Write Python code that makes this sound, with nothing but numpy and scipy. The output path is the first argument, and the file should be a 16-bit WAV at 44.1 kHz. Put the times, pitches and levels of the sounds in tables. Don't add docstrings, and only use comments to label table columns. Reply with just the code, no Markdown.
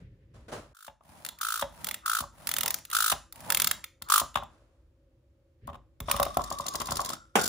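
import sys
import numpy as np
from scipy import signal
from scipy.fft import rfft, irfft, next_fast_len
from scipy.io import wavfile

SR = 44100
rng = np.random.default_rng(int(sys.argv[2]) if len(sys.argv) > 2 else 0)


def pcm_store(signal):
    levels = np.round(np.clip(np.atleast_2d(signal), -1, 1) * 32767)
    wavfile.write(sys.argv[1], SR, levels.astype(np.int16).T)


N = 330055
TIME = np.arange(N) / SR

# frequency in Hz, relative spectral level in dB.
ROOM_TONE_COLOUR = [(15, -60), (25, -31.5), (36, -11), (62, -6.5), (135, -18), (172, -29.5), (231, -32.5),
                    (257, -21.5), (286, -32.5), (326, -16.5), (373, -28), (450, -36), (543, -20),
                    (655, -41.5), (15000, -64.5)]
RUMBLE_COLOUR = [(18, -36), (30, 4.5), (124, 0.5), (308, -19.5), (344, -33), (393, -13), (639, -38),
                 (714, -62), (1810, -32.5), (6000, -57), (7800, -97), (13200, -120)]
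RUSTLE_COLOUR = [(47, -36), (80, -3), (482, -3.5), (587, 2), (715, -7), (1260, -8), (2140, -18.5),
                 (9680, -27), (11300, -32), (12000, -44), (15000, -38)]
WHEEL_COLOUR = [(30, -25), (55, 0), (130, 2.5), (220, 1), (420, -14.5), (600, -1.5), (950, -4), (1400, -9),
                (3000, -17.5), (7000, -21), (10000, -16), (15000, -24.5)]
TYRE_COLOUR = [(300, -22.5), (560, -6), (700, -9), (950, 2.5), (1150, -11.5), (1600, -31.5), (5000, -52)]
GEAR_CASE_COLOUR = [(500, -21), (1000, -9), (1500, -7), (2800, -17), (3400, -6), (3720, -2), (4100, -18),
                    (5500, -5.5), (7300, -18.5), (8500, -9), (15000, -31)]
HOUSING_COLOUR = [(60, -35), (120, -24), (200, -2), (300, -8), (420, -4), (560, -6.5), (680, 1),
                  (1050, -6.5), (1250, -8.5), (1500, -11), (2100, -15), (3300, -18.5), (4200, -29.5),
                  (7000, -22.5), (15000, -31.5)]
RATTLE_COLOUR = [(300, 6), (800, -0.5), (1200, -2), (1700, -3.5), (2700, -14.5), (3700, 0), (4100, 2.5),
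                 (4500, 5.5), (6200, 2.5), (7300, 6.5), (8000, -2), (10000, 2), (15000, -5)]
CRACK_COLOUR = [(100, -35), (400, -13.5), (1100, 7), (2200, -8.5), (3200, -4.5), (4500, -19), (9000, -20.5),
                (15000, -25.5)]
PAWL_COLOUR = [(200, -27.5), (400, -14.5), (800, -16), (1300, -1.5), (2100, 0), (2900, -10.5), (4300, -4),
               (6200, -4), (7400, -3.5), (10000, 0.5), (12000, 0.5), (15000, -2)]
SNAP_COLOUR = [(200, -38.5), (700, -16.5), (1500, -4), (2200, -12), (3500, -1), (5000, -5), (7000, -3.5),
               (10000, -1.5), (15000, -6)]

# frequency in Hz, relative level in dB, 60 dB decay time in seconds.
THUMP_MODES = [(51.7, -6, 0.95), (80, -2, 0.18), (122, -5, 0.17), (159, -2.5, 0.086), (231.9, -1.5, 0.11),
               (355, -10, 0.022)]
DESK_MODES = [(561.4, -14, 0.094), (683, -6, 0.024), (831, -14, 0.064), (932, -6, 0.018), (1076, -2, 0.033),
              (1185.5, -8.5, .04), (1306, -16, 0.042), (1620, -14.5, 0.0025)]
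SHELL_MODES = [(1300, -2.5, .035), (2030, -9, .035), (2800, -3.5, .03), (3380, 2, .024), (3690, -6, .05),
               (4230, -6, .012), (7150, -3, .02), (9400, -7.5, .03)]
SHELL_SCATTER_DB = 3.0

# frequency in Hz, 60 dB decay time in seconds.
ROOM_DECAY = [(100, 0.64), (500, 0.13), (1200, 0.33), (4000, 0.28), (9000, 0.34), (15000, 0.12)]
# frequency in Hz, level in dB.
ROOM_LEVEL = [(100, -9.5), (500, -4.5), (1200, -13.5), (4000, -12), (7000, -9), (10000, -20),
              (15000, -17.5)]
# frequency in Hz, likeness from 0 to 1.
ROOM_LIKENESS = [(100, 0.6), (400, 0.3), (1500, 1), (6000, 0.7), (8500, 1), (15000, 0.96)]
# frequency in Hz, width in Hz, boost or cut in dB.
TREBLE_RIPPLES = [(7375, 230, 6), (9800, 1100, 3), (12100, 1300, -2), (15050, 1400, 9.5)]
CUTOFF_HZ = 15850

# start in seconds, level in dB, rise in seconds,
# 60 dB decay time in seconds.
BRUSHES = [(0, -62, 0.0017, 0.19), (0.335, -55, 0.0075, 0.63), (0.48, -42.5, 0.0037, 0.25),
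           (0.512, -35, 0.014, .36), (4.44, -62, 0.065, 1)]
# start in seconds, level in dB, rise in seconds, 60 dB decay time in seconds.
NUDGES = [(0, -44.5, 0.0034, 1.45), (0.33, -50, 0.023, 3.3), (5.6, -43.5, .1, 0.34),
          (6.0, -40, 0.0089, 1.5)]
AIR_DB = -60
DIP_S, DIP_DB, DIP_RECOVERY_S = 0.732, -40, 0.33

# time in seconds, level in dB before the fall's trim.
FALLS = [(7.354, -6)]

# start in seconds, end in seconds,
# level in dB at full speed, before each layer's trim.
PUSHES = [(1.009, 1.388, -53), (1.649, 2.036, -49), (2.302, 2.862, -46), (3.318, 3.818, -42)]
HUM_SLOW_HZ, HUM_FAST_HZ = 105.37, 184.8
# time in seconds, wheel level in dB before trims,
# whine pitch in Hz, whine level in dB before trims.
FREE_RUN = [(6.018, -89, 1165, -100), (6.102, -42, 1227, -36), (6.28, -54.5, 1150, -45),
            (6.699, -56, 1131, -44), (7.1, -50, 1023, -41), (7.14, -46.5, 1363, -56),
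            (7.2, -73, 1402, -55.5), (7.338, -83, 1347, -78), (7.39, -36, 1450, -31.5),
            (7.48, -59, 1475, -40)]
# start in seconds, pitch in Hz,
# level in dB before trims.
SPIN_UPS = [(3.833, 1192, -39.5), (7.13, 1317, -29)]

# time in seconds, turns of the hopping cam per second,
# rattle level in dB before trims.
DESK_RUN = [(6.4157, 11.6, -28), (6.55, 11.9, -24.5), (6.72, 13.9, -24.5), (6.86, 19.2, -24),
            (7.135, 24.5, -26)]
# time in seconds, turns of the hopping cam per second,
# rattle level in dB before trims.
FALLEN_RUN = [(7.386, 37.9, -28), (7.421, 43.8, -19.5), (7.48, 50.9, -18)]
SECOND_CLACK_TURNS, SECOND_CLACK_DB, CLACK_SCATTER_DB = 0.256, 2.5, 3.2
FIRST_CLACK_T60_S, SECOND_CLACK_T60_S = 0.022, 0.027

# time in seconds, knock level in dB before trims,
# crack in dB relative to the knock, desk thump in dB before its trim, seconds to the first rebound,
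# dB lost per rebound.
LANDINGS = [(0.879, -34, -3, -54.5, 0.017, 16), (1.008, -46.5, -17, -71, .014, 20),
            (1.623, -17.5, -3, -40, 0.016, 21), (2.204, -31, -18, -39.5, 0.019, 0),
            (3.121, -14, -1, -39, 0.013, 22), (4.017, -38.5, -10.5, -50, 0.0077, 21),
            (4.216, -22.5, -13.5, -40.5, 0.016, 18), (4.355, -21, 5, -37, .015, 8.5),
            (4.423, -25.5, -22, -47, 0.0096, 10), (5.677, -31.5, -15, -41, 0.012, 0),
            (5.73, -40, -5.5, -49.5, .013, -0.5), (6.003, -31.5, -22.5, -39.5, 0.011, 14),
            (6.084, -21, -6.5, -42, 0.015, 1), (6.142, -23, -12, -35.5, 0.026, 5),
            (6.198, -10.5, -17, -33.5, 0.019, 6.5), (6.265, -20.5, -15, -44, 0.0097, 17),
            (6.37, -13, -19, -32.5, .023, 6.5), (6.513, -17.5, -23, -41, .014, 19),
            (6.598, -19.5, -33, -42.5, 0.0061, 20), (6.658, -30, -8, -67, 0.014, 5),
            (6.746, -24.5, -7.5, -42, 0.012, 11), (6.806, -26.5, 0.5, -41.5, 0.0081, 4.5),
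            (6.886, -23, -5.5, -38, 0.012, 10), (6.918, -17.5, -14, -35.5, 0.011, 14),
            (6.994, -19, -18, -62, 0.013, 3.5), (7.101, -27.5, -8, -51, 0.022, 16)]
REBOUND_SHRINK = 0.74

# start in seconds, number of clicks, first tooth,
# mean seconds per tooth before braking, share the last gap is longer by, level in dB before trims,
# growth over the run in dB.
RATCHET_RUNS = [(1.2486, 3, 0, 0.0153, .59, -22, -1), (1.8435, 5, 3, 0.0219, .39, -17.5, 0),
                (2.4707, 12, 0, 0.0235, .516, -12.5, 1.5), (3.5018, 9, 0, 0.0242, .478, -8, 1)]
TOOTH_GAPS = [0.814, 1.018, 1.032, 1.136]
BRAKING_TEETH = 0.626
# time in seconds, level in dB before trims, shell ring in dB relative to the click, #
LONE_CLICKS = [(1.3865, -33, -16), (2.786, -31, -28), (2.8506, -27, -15), (2.9002, -27, -11),
               (2.9127, -25.5, -1), (3.324, -27, -20), (3.3574, -34, -29.5), (3.4042, -32, -22),
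               (3.8405, -21.5, -9), (4.0208, -22.5, -12.5), (4.0863, -27.5, -8.5), (4.342, -40, 4),
               (4.434, -40.5, -4), (5.672, -38.5, -8), (6.0025, -23.5, -10), (6.113, -6.5, -23),
               (6.164, -20, -9), (6.199, -17, -22), (6.2284, -11, -11), (6.251, -22.5, -18),
               (6.343, -34, -7), (6.37, -17.5, -16)]
PAWL_SHELL_DB, PAWL_SCATTER_DB, PAWL_SHELL_SCATTER_DB, PAWL_PAN_SCATTER_DB = -11, 0.45, 3.0, 3

# start in seconds, number of teeth,
# seconds per tooth, ring level in dB before trims, central ring pitch in Hz, snap level in dB before trims,
# growth over the pull in dB.
PULLS = [(0.7487, 7, 0.0196, -42.5, 1390, -48.5, 12), (1.4128, 12, 0.0181, -21.5, 1355, -28.5, -2),
         (2.0596, 9, 0.0181, -17, 1340, -25.5, -1), (2.93, 11, 0.0187, -15.5, 1360, -20.5, 2.5),
         (4.1003, 6, 0.0195, -11, 1240, -18, 0)]
# share of the pull from 0 to 1, ring change in dB, snap change in dB, pitch ratio.
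PULL_SHAPE = [(0, -2, -1.5, .95), (.2, .5, 0, 1), (.6, 0, 0, 1.01), (.85, -2.5, 0, .99), (1, -8, -2.5, .88)]
TOOTH_SCATTER_DB, TOOTH_SCATTER_PITCH, TOOTH_JITTER_S = 1.32, 0.017, 0.0005

LEFT_RIGHT = np.array([[1], [-1]])


def from_db(db):
    return 10 ** (np.asarray(db) / 20)


def rms_one(x):
    return x / np.sqrt(np.mean(x ** 2) + 1e-20)


def at_hz(points, hz):
    f, value = np.transpose(points)
    return np.interp(np.log(np.maximum(hz, 1)), np.log(f), value)


def level(curve):
    return from_db(np.interp(TIME, *np.transpose(curve)))


def pan(db):
    return from_db(db * LEFT_RIGHT / 2)


def add(track, s, sound):
    start = int(np.clip(round(s * SR), 0, N - 1))
    track[..., start:start + sound.shape[-1]] += sound[..., :N - start]


def swell(rise, t60):
    t = np.arange(int((rise + t60) * SR) + 2) / SR
    shape = (1 - np.exp(-(t / rise) ** 2)) * from_db(-60 * t / t60)
    return shape / shape.max()


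def swells(rows):
    gain = np.zeros(N)
    for s, db, rise, t60 in rows:
        add(gain, s, from_db(db) * swell(rise, t60))
    return gain


def colour(x, spectrum, size=4096):
    log_gain = np.log(from_db(at_hz(spectrum, np.fft.rfftfreq(size, 1 / SR))))
    cepstrum = irfft(log_gain)
    cepstrum[1:size // 2] *= 2
    cepstrum[size // 2 + 1:] = 0
    response = irfft(np.exp(rfft(cepstrum)))
    response = response / np.linalg.norm(response)
    return signal.oaconvolve(x, response[None], axes=1)[:, :N]


def stereo_noise(apart_above_hz=1300, apart_below_hz=7000):
    mid, side = rng.standard_normal((2, N))
    band = signal.butter(1, [apart_above_hz, apart_below_hz], "band", fs=SR)
    side = signal.lfilter(*band, side)
    return (mid + side * LEFT_RIGHT) / np.sqrt(2)


def friction(gain, spectrum, grain_db, grain_hz):
    knots = rng.standard_normal(N // 10)
    grains = from_db(grain_db * np.interp(TIME * grain_hz, np.arange(len(knots)), knots))
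    return gain * colour(rms_one(grains) * stereo_noise(), spectrum)


def rough_note(s, hz, width_hz, unsteady, ears_apart=0.95):
    slow = signal.butter(2, width_hz, fs=SR, output="sos")
    in_step, out_of_step = rms_one(signal.sosfilt(slow, rng.standard_normal((2, N))))
    phase = 2 * np.pi * np.cumsum(np.interp(TIME, s, hz)) / SR + ears_apart * LEFT_RIGHT
    return rms_one((1 + unsteady * in_step) * np.sin(phase) + unsteady * out_of_step * np.cos(phase))


def strike(times, db, modes, scatter_db, ears_apart, detune=0):
    out, starts = np.zeros((2, N)), np.round(times * SR).astype(int)
    chance = rng.standard_normal(size=(len(times), len(modes), 3))
    for k, (hz, mode_db, t60) in enumerate(modes):
        t = np.arange(int(max(t60, 0.002) * SR)) / SR
        decay = from_db(-60 * t / t60) * (-1) ** k
        for start, blow_db, (strength, skew, shift) in zip(starts / SR, db, chance[:, k]):
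            apart = ears_apart * skew * LEFT_RIGHT * np.minimum(t * hz, 1)
            phase = 2 * np.pi * hz * (1 + detune * shift) * t + apart
            add(out, start, from_db(blow_db + mode_db + scatter_db * strength) * decay * np.sin(phase))
    return out


def room_tone():
    return from_db(AIR_DB) * colour(stereo_noise(), ROOM_TONE_COLOUR)


def hand_noise():
    rustle = friction(swells(BRUSHES), RUSTLE_COLOUR, grain_db=1.0, grain_hz=318)
    rumble = friction(swells(NUDGES), RUMBLE_COLOUR, grain_db=2.1, grain_hz=30)
    return rustle + rumble


def background_dip():
    recovery = np.exp(-np.abs(TIME - DIP_S) / DIP_RECOVERY_S)
    return from_db(DIP_DB * (TIME > DIP_S) * recovery)


def room(x, first_echo=0.012, build_up=0.0039, count=12, size=30000):
    t, hz = np.arange(size) / SR, np.fft.rfftfreq(size, 1 / SR)
    mid, side = rfft(rng.standard_normal((2, size)))
    alike = np.clip(at_hz(ROOM_LIKENESS, hz), -1, 1)
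    white = (np.sqrt(1 + alike) * mid + np.sqrt(1 - alike) * side * LEFT_RIGHT) / np.sqrt(2)
    onset = np.clip((t - first_echo) / build_up, 0, 1)
    centres, response = np.geomspace(100, CUTOFF_HZ, count), 0
    for centre, share in zip(centres, np.eye(count)):
        decay = onset * from_db(-60 * t / at_hz(ROOM_DECAY, centre))
        band = irfft(white * at_hz(np.c_[centres, share], hz))
        response = response + band * decay / np.linalg.norm(decay) * from_db(at_hz(ROOM_LEVEL, centre))
    return signal.oaconvolve(x.mean(axis=0)[None], response, axes=1)[:, :N]


def fall(gain_db=-6.0):
    blow = swells([(s, db + gain_db, 0.00097, 0.13) for s, db in FALLS])
    return colour(blow * stereo_noise(), HOUSING_COLOUR)


def wheels(hum_db=-12.5, mesh_db=-18.5, mesh_ratio=5.5, rub_db=0.0, loudness_power=1.19,
           tyres_db=-0.5, gears_db=2.0):
    s, db, _, _ = np.transpose(FREE_RUN)
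    running = (TIME > s[0]) * 1.0
    speed, free, pushed = running, running * level(np.c_[s, db]), 0
    for start, end, push_db in PUSHES:
        arch = np.abs(np.sin(np.pi * np.clip((TIME - start) / (end - start), 0, 1)))
        speed = speed + arch
        pushed = pushed + from_db(push_db) * arch ** loudness_power
    hz = HUM_SLOW_HZ + (HUM_FAST_HZ - HUM_SLOW_HZ) * speed
    hum = from_db(hum_db) * rough_note(TIME, hz, width_hz=75, unsteady=1.0)
    mesh = from_db(mesh_db) * rough_note(TIME, hz * mesh_ratio, width_hz=86, unsteady=1.3)
    rub = from_db(rub_db) * friction(free + pushed, WHEEL_COLOUR, grain_db=3.0, grain_hz=252.6)
    scrub = from_db(tyres_db) * friction(pushed, TYRE_COLOUR, grain_db=11.5, grain_hz=26.1)
    gears = from_db(gears_db) * friction(free, GEAR_CASE_COLOUR, grain_db=5.0, grain_hz=307)
    return (free + pushed) * (hum + mesh) + rub + scrub + gears


def whine(run_db=-0.5, pull_db=-24.5, lead_s=0.049, tail_s=0.025, fade_db=28, slow_ratio=0.95,
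          spin_rise=0.0057, spin_t60=0.017, pan_db=2.0):
    s, _, hz, db = np.transpose(FREE_RUN)
    running = level(np.c_[s, db + run_db]) * rough_note(s, hz, width_hz=65, unsteady=4.0)

    gain, pitch = np.zeros(N), []
    for start, count, period, ring_db, hz, _, _ in PULLS:
        end = start + (count - 1) * period
        s = [start - lead_s, start, end, end + tail_s]
        fade = np.interp(TIME, s, [-fade_db, 0, 0, -fade_db], left=-np.inf, right=-np.inf)
        gain += from_db(ring_db + pull_db + fade)
        pitch += zip(s, hz * np.array([slow_ratio, 1, 1, slow_ratio]))
    pulled = gain * rough_note(*np.transpose(pitch), width_hz=180, unsteady=3.3)

    s, hz, _ = np.transpose(SPIN_UPS)
    bursts = swells([(at, db + run_db, spin_rise, spin_t60) for at, _, db in SPIN_UPS])
    spinning = bursts * rough_note(s, hz, width_hz=32, unsteady=3.0)
    return pan(pan_db) * (running + pulled + spinning)


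def cam_clacks():
    clacks = []
    pair = ((0, 0, FIRST_CLACK_T60_S), (SECOND_CLACK_TURNS, SECOND_CLACK_DB, SECOND_CLACK_T60_S))
    for run in (DESK_RUN, FALLEN_RUN):
        s, rate, db = np.transpose(run)
        t = np.arange(s[0], s[-1], 1 / SR)
        turns = np.cumsum(np.interp(t, s, rate)) / SR
        for offset, extra_db, t60 in pair:
            for at in np.interp(np.arange(offset, turns[-1]), turns, t):
                scatter_db = CLACK_SCATTER_DB * rng.standard_normal()
                clacks.append((at, np.interp(at, s, db) + extra_db + scatter_db, t60))
    return clacks


def rattle(gain_db=-7.5, shell_db=-23.0, pan_db=2.0, rise=0.0025):
    clacks = cam_clacks()
    bursts = swells([(s, db + gain_db, rise, t60) for s, db, t60 in clacks])
    s, db, _ = np.transpose(clacks)
    shell = strike(s, db + shell_db, SHELL_MODES, SHELL_SCATTER_DB, ears_apart=0.94)
    return pan(pan_db) * (colour(bursts * stereo_noise(), RATTLE_COLOUR) + shell)


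def rebounds():
    blows = []
    for s, db, crack_db, _, gap, loss_db in LANDINGS:
        for k, delay in enumerate((0, 1, 1 + REBOUND_SHRINK)):
            blows.append((s + gap * delay, db - loss_db * k, crack_db))
    return blows


def knocks(body_db=-2.0, thump_db=-0.5, crack_db=-4.5, shell_db=-14.5, pan_db=2.0):
    s, db, crack_rel_db = np.transpose(rebounds())
    body = strike(s, db + body_db, DESK_MODES, scatter_db=3.5, ears_apart=0.44, detune=0.02)
    shell = strike(s, db + crack_rel_db + shell_db, SHELL_MODES[:5], SHELL_SCATTER_DB,
                   ears_apart=0.73, detune=0.016)
    landed, _, _, low_db, _, _ = np.transpose(LANDINGS)
    thump = strike(landed, low_db + thump_db, THUMP_MODES, scatter_db=1.0, ears_apart=0.1)
    bursts = swells([(at, blow_db, 0.0022, 0.029) for at, blow_db in zip(s, db + crack_rel_db + crack_db)])
    cracks = colour(bursts * stereo_noise(), CRACK_COLOUR)
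    return thump + pan(pan_db) * (body + shell + cracks)


def pawl_clicks():
    clicks = [(*row, 0) for row in LONE_CLICKS]
    for s, count, first, period, braking, db, growth_db in RATCHET_RUNS:
        k = np.arange(round(count))
        tooth = (k + round(first)) % len(TOOTH_GAPS)
        gaps_to_end = k[:-1][::-1]
        slowing = 1 + braking * np.exp(-gaps_to_end / BRAKING_TEETH)
        gaps = period * np.take(TOOTH_GAPS, tooth[:-1]) * slowing
        times = s + np.r_[0, np.cumsum(gaps)]
        force, ring, side = rng.standard_normal(size=(len(k), 3)).T
        click_db = db + growth_db * (k / k[-1] - 0.5) + PAWL_SCATTER_DB * force
        ring_db = PAWL_SHELL_DB + PAWL_SHELL_SCATTER_DB * ring
        clicks += zip(times, click_db, ring_db, PAWL_PAN_SCATTER_DB * side)
    return clicks


def ratchet(gain_db=-8.0, shell_db=-10.5, shell_delay=0.0012, tint_db=-11.0, tint_hz=2800,
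            tint_octaves=0.95, tint_q=4):
    cracks, tints = np.zeros((2, N)), np.zeros((2, N))
    shape, clicks = swell(rise=0.0008, t60=0.022), pawl_clicks()
    for s, db, _, pan_db in clicks:
        crack = from_db(db + gain_db) * pan(pan_db) * shape
        add(cracks, s, crack)
        centre = tint_hz * 2 ** (tint_octaves * rng.uniform(-0.7, 1))
        peak = signal.iirpeak(centre, tint_q, fs=SR)
        tint = rms_one(signal.lfilter(*peak, rng.standard_normal(SR // 10)))
        add(tints, s, from_db(tint_db) * crack * tint[:len(shape)])
    s, db, shell_rel_db, _ = np.transpose(clicks)
    shell = strike(s + shell_delay, db + shell_rel_db + shell_db, SHELL_MODES, SHELL_SCATTER_DB,
                   ears_apart=0.42, detune=0.03)
    return colour(cracks * stereo_noise(), PAWL_COLOUR) + tints + shell


def pull_teeth():
    teeth, (share, *shape) = [], np.transpose(PULL_SHAPE)
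    for s, count, period, ring_db, hz, snap_db, growth_db in PULLS:
        k = np.arange(round(count))
        along = k / k[-1]
        ring, snap, pitch = [np.interp(along, share, column) for column in shape]
        force, detune, late = rng.standard_normal(size=(len(k), 3)).T
        force_db = growth_db * (along - 0.5) + TOOTH_SCATTER_DB * force
        times = s + k * period + TOOTH_JITTER_S * late
        tooth_hz = hz * pitch * (1 + TOOTH_SCATTER_PITCH * detune)
        teeth += zip(times, ring_db + ring + force_db, tooth_hz, snap_db + snap + force_db)
    return teeth


def clutch(ring_db=-1.5, snap_db=-1.0, snap_lead=0.0024, sag=0.084, sag_time=0.0034,
           ears_apart=0.16, pan_db=1.0):
    note, chatter = np.zeros((2, N)), np.zeros(N)
    thump, snap = swell(rise=0.0017, t60=0.013), swell(rise=0.0035, t60=0.043)
    t = np.arange(len(thump)) / SR
    bend = 1 + sag * (2 * np.exp(-t / sag_time) - 1)
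    for s, db, hz, chatter_db in pull_teeth():
        phase = 2 * np.pi * np.cumsum(hz * bend) / SR + ears_apart * LEFT_RIGHT
        add(note, s, from_db(db + ring_db) * thump * np.sin(phase))
        add(chatter, s - snap_lead, from_db(chatter_db + snap_db) * snap)
    return note * pan(pan_db) + colour(chatter * stereo_noise(), SNAP_COLOUR)


def scene():
    background = background_dip() * (room_tone() + hand_noise())
    toy = fall() + wheels() + whine() + rattle() + knocks() + ratchet() + clutch()
    return background + room(toy) + toy


def record(dry, low_cut_hz=42):
    dry = signal.sosfilt(signal.butter(4, low_cut_hz, "high", fs=SR, output="sos"), dry)
    for hz, width_hz, db in TREBLE_RIPPLES:
        turn = -2 * np.cos(2 * np.pi * hz / SR)
        a, g = np.tan(np.pi * width_hz / SR), from_db(db / 2)
        dry = signal.lfilter([1 + a * g, turn, 1 - a * g], [1 + a / g, turn, 1 - a / g], dry)
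    size = next_fast_len(N + 1000)
    treble = np.maximum(np.fft.rfftfreq(size, 1 / SR) - 6350, 0)
    left = irfft(rfft(dry[0], size) * np.exp(-2j * np.pi * treble * 0.000263), size)[:N]
    top_cut = signal.ellip(10, 0.3, 70, CUTOFF_HZ, fs=SR, output="sos")
    return signal.sosfilt(top_cut, [left, dry[1]])


dry = scene()
out = record(dry)
pcm_store(out)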